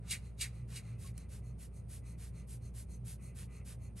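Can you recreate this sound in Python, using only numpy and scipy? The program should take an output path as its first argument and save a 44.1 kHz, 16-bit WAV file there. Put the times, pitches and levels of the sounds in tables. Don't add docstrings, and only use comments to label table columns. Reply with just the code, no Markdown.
import sys
import numpy as np
from scipy import signal
from scipy.fft import rfft, irfft
from scipy.io import wavfile
from scipy.ndimage import map_coordinates

SR = 44100
rng = np.random.default_rng(int(sys.argv[2]) if len(sys.argv) > 2 else 0)


def wav_out(sig):
    wavfile.write(sys.argv[1], SR, np.round(np.clip(np.atleast_2d(sig).T, -1, 1) * 32767).astype(np.int16))


N = 176400
T, HZ = np.arange(N) / SR, np.fft.rfftfreq(N, 1 / SR)

def amp(db):
    return 10 ** (np.asarray(db) / 20)

def curve(points):
    f, value = np.transpose(points)
    return np.interp(np.log(HZ + 1), np.log(f + 1), value)

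def resonances(modes):
    return np.sqrt(sum((amp(db) / (1 + ((HZ - hz) / width) ** 2)) ** 2 for hz, width, db in modes))

def wobble(rate_hz):
    x = irfft(rfft(rng.standard_normal(N)) / (1 + (HZ / rate_hz) ** 4), N)
    return x / x.std()

def arch(start, length, sharp, skew=1):
    progress = np.clip((T - start) / length, 0, 1)
    return abs(np.sin(np.pi * progress ** skew)) ** sharp

# f/Hz, coherence/0-1
PORT_COHERENCE = [(100, 1), (220, 0.84), (450, 0.28), (800, 0.12), (1050, 0.38), (1400, 1), (2300, 1),
                  (5300, 0.85), (10000, 1), (15000, 1)]
# f/Hz, phase/rad
PORT_LEAD = [(2200, 0), (5500, -.8), (6800, -.3), (7900, -.8), (8800, 0), (9400, 1.7), (10300, 3.14),
             (11800, 6.28), (12400, 6.4), (14600, 12.57)]
def noise(gain):
    right, unrelated = rfft(rng.standard_normal((2, N)))
    same = np.clip(curve(PORT_COHERENCE), 0, 1)
    left = (same * right + np.sqrt(1 - same ** 2) * unrelated) * np.exp(1j * curve(PORT_LEAD))
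    return irfft(np.array([left, right]) * gain, N) * np.sqrt(SR / 2)

def strokes(gain, rows, sharp, skew):
    octaves = np.arange(-2, 3)
    place = np.clip(np.log2((HZ + 1) / 5000), -2, 2)
    air, levels = rfft(noise(gain)), np.zeros((len(octaves), N))
    for start, length, db, tilt, *_ in rows:
        levels += amp(db + tilt * octaves)[:, None] * arch(start, length, sharp, skew)
    bands = [irfft(air * np.maximum(1 - abs(place - k), 0), N) for k in octaves]
    return sum(band * level for band, level in zip(bands, levels))

# f/Hz, level/dB per Hz
ROOM_RUMBLE = [(30, -95), (50, -78), (66, -71.5), (78, -78.5), (89, -66), (99, -80), (109, -64.5),
               (119, -62), (132, -71.5), (145, -84), (157, -72), (190, -75.5), (220, -83.5), (320, -93),
               (380, -89.5), (550, -94)]
# f/Hz, level/dB per Hz
ROOM_HISS = [(800, -102), (1250, -110), (1850, -117), (2350, -115), (3400, -125), (7600, -131),
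             (9600, -117), (10700, -124), (12000, -138), (16000, -150)]
# f/Hz, half-width/Hz, level/dB per Hz
ROOM_WHINE = [(8990, 116, -107)]
def room_tone(hum_hz=59.33, hum_db=-49.5, waver=0.08):
    phase = 2 * np.pi * hum_hz * T + waver * wobble(rate_hz=7.6)
    hum = np.sqrt(2) * amp(hum_db) * np.sin(phase) * (1 + waver * wobble(rate_hz=4.5))
    return hum + noise(np.hypot(amp(curve(ROOM_RUMBLE + ROOM_HISS)), resonances(ROOM_WHINE)))

def reflections(x, table_db=-13.5, spread_s=0.012, walls_db=-28.5, t60_s=0.57, dull_hz=4000):
    t = T[:SR // 2]
    near = np.zeros(len(t))
    near[(rng.uniform(0.1, 1, size=8) * spread_s * SR).astype(int)] = rng.choice([-1, 1], size=8)
    tail = rng.standard_normal((2, len(t))) * amp(-60 * t / t60_s)
    tail = signal.lfilter(*signal.butter(1, dull_hz, fs=SR), tail)
    paths = amp(table_db) * near / np.linalg.norm(near) + amp(walls_db) * tail / np.linalg.norm(tail[0])
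    return signal.fftconvolve(x, paths, axes=1)[:, :N]

def paper_tap(start_s=1.045, hz=1096, db=-59.5, decay_s=0.017):
    age = np.maximum(T - start_s, 0)
    return amp(db) * np.sin(2 * np.pi * hz * age) * np.exp(-age / decay_s)

def blower_tick(start_s=1.1786, gain_db=8.3, decay_s=0.0029):
    envelope = (T >= start_s) * np.exp(-abs(T - start_s) / decay_s)
    return noise(amp(curve(JET_HISS) + gain_db)) * envelope

# f/Hz, level/dB per Hz
VALVE_HISS = [(1500, -122), (3500, -120), (5500, -114), (7800, -114), (9500, -106), (10500, -103),
              (11800, -122), (15500, -131)]
# f/Hz, half-width/Hz, level/dB per Hz
VALVE_PEAKS = [(4150, 215, -107), (6350, 150, -105.5), (6890, 120, -105), (8400, 330, -102),
               (10470, 200, -93)]
# f/Hz, half-width/Hz, level/dB per Hz
BULB_PEAKS = [(1220, 170, -103), (2024, 78, -98.5), (2276, 94, -102), (2530, 240, -103)]
# f/Hz, half-width/Hz, level/dB per Hz
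WHISTLE_PEAKS = [(4280, 45, -100), (6210, 71, -97), (6950, 56, -100)]
# t/s, length/s, hiss gain/dB, tilt/dB per octave, ring gain/dB, whistle gain/dB
INTAKES = [(0.191, 0.15, 2, -6, -3.5, -11), (0.491, 0.17, 0, -5, -1, -21), (0.769, 0.24, 3, -7.5, 1.5, -15),
           (1.126, 0.16, 5, -5.5, -1, -4), (1.407, 0.15, -2.5, -1, -5, -1), (1.713, 0.13, 1.5, 0, -6.5, -5),
           (2.016, 0.16, 5.5, -1.5, 0, 0), (2.309, 0.16, 4, -4.5, -0.5, -0.5),
           (2.59, 0.14, 3, -2.5, -7, 3.5), (2.863, 0.14, 4.5, -0.5, -6, 6.5),
           (3.176, 0.17, 3.5, 2, 1.5, 0.5), (3.475, 0.164, 3.5, -3, 4, 0), (3.774, 0.15, -1, 0, -2.5, 1.5)]
def valve(roughness=0.047):
    spectrum = np.hypot(amp(curve(VALVE_HISS)), resonances(VALVE_PEAKS))
    hiss = strokes(spectrum, INTAKES, sharp=2.6, skew=0.92)
    suction, ring, whistle = np.zeros((3, N))
    for start, length, _, _, ring_db, whistle_db in INTAKES:
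        draw = arch(start, length, sharp=0.55)
        suction += draw
        ring += amp(ring_db) * draw
        whistle += amp(whistle_db) * arch(start, length, sharp=3.2, skew=1.08)
    air = hiss + ring * noise(resonances(BULB_PEAKS)) + whistle * noise(resonances(WHISTLE_PEAKS))
    return pitch_bend(air * np.exp(roughness * wobble(rate_hz=120)), suction)

def pitch_bend(x, suction, depth=0.011):
    bend = depth * (suction + wobble(rate_hz=2) / 2)
    position = np.arange(N) + np.cumsum(bend - bend.mean())
    return np.array([map_coordinates(channel, [position], order=5, mode="reflect") for channel in x])

def jet_flow():
    return sum(arch(start, length, sharp=1) for start, length, *_ in SQUEEZES)

# f/Hz, half-width/Hz, level/dB per Hz
GAP_PEAKS = [(1500, 190, -94), (2216, 310, -76)]
def hollow_rush(lag_s=0.028, width_s=0.029, roughness=0.075):
    level = sum(amp(db) * np.exp(-((T - catch - lag_s) / width_s) ** 2) for catch, *_, db in CATCHES)
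    return noise(resonances(GAP_PEAKS)) * level * jet_flow() * np.exp(roughness * wobble(rate_hz=160))

# t/s, hold/s, rise/dB per s, fall/dB per s, rasp gain/dB, rush gain/dB
CATCHES = [(0.11, 0.015, 495, 427, 4.5, 2), (0.411, 0.009, 559, 443, 7.5, 3),
           (0.759, 0.019, 241, 450, -7, -8.5), (1.062, 0.014, 200, 500, -18, -18)]
# f/Hz, level/dB per Hz
RASP = [(700, -113), (1450, -101), (2250, -92), (3400, -84), (5600, -83), (7500, -82.5), (10500, -76.5),
        (12500, -95.5), (15500, -107)]
# f/Hz, half-width/Hz, level/dB per Hz
RASP_PEAKS = [(2280, 130, -78), (2807, 92, -75), (3920, 114, -74), (4630, 290, -81), (6660, 280, -82.5),
              (8200, 220, -78.5)]
def paper_edge(jump_db=6, jump_s=0.0023, roughness=0.065):
    level = np.zeros(N)
    for catch, hold, rise, fall, db, _ in CATCHES:
        nearing_db = rise * np.maximum(catch - T, 0) + jump_db * np.clip((catch - T) / jump_s, 0, 1)
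        leaving_db = fall * np.maximum(T - catch - hold, 0)
        level += amp(db - nearing_db - leaving_db)
    rasp = noise(np.hypot(amp(curve(RASP)), resonances(RASP_PEAKS)))
    return rasp * level * jet_flow() * np.exp(roughness * wobble(rate_hz=980))

# f/Hz, level/dB per Hz
JET_HISS = [(400, -112), (1200, -103), (2500, -99), (3200, -101), (7000, -98), (9000, -93), (10500, -84.5),
            (11500, -97), (13000, -113), (15500, -119)]
# t/s, length/s, gain/dB, tilt/dB per octave
SQUEEZES = [(0.008, 0.25, -12.5, -8.5), (0.364, 0.19, -24.5, -13.5), (0.67, 0.17, -2, -3.5),
            (0.976, 0.16, -2, -1), (1.281, 0.14, -3.5, -2), (1.577, 0.12, -3, -0.5), (1.878, 0.14, -1, 0),
            (2.171, 0.15, -2, -1.5), (2.466, 0.13, -2.5, 1), (2.732, 0.13, -1, 0.5), (3.039, 0.14, 1, 0.5),
            (3.341, 0.14, 0.5, -1.5), (3.642, 0.13, 1, -1.5), (3.952, 0.12, 1, -1.5)]
def nozzle(roughness=0.1):
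    jet = strokes(amp(curve(JET_HISS)), SQUEEZES, sharp=1.65, skew=0.8)
    return jet * np.exp(roughness * wobble(rate_hz=200))

def scene():
    direct = nozzle() + paper_edge() + hollow_rush() + valve() + blower_tick() + paper_tap()
    return direct + reflections(direct) + room_tone()

def record(dry, left_db=-0.5, cutoff_hz=15800):
    lowpass = signal.firwin(511, cutoff_hz, window=("kaiser", 9), fs=SR)
    return signal.oaconvolve(dry * amp([[left_db], [0]]), lowpass[None], "same")

dry = scene()
out = record(dry)
wav_out(out)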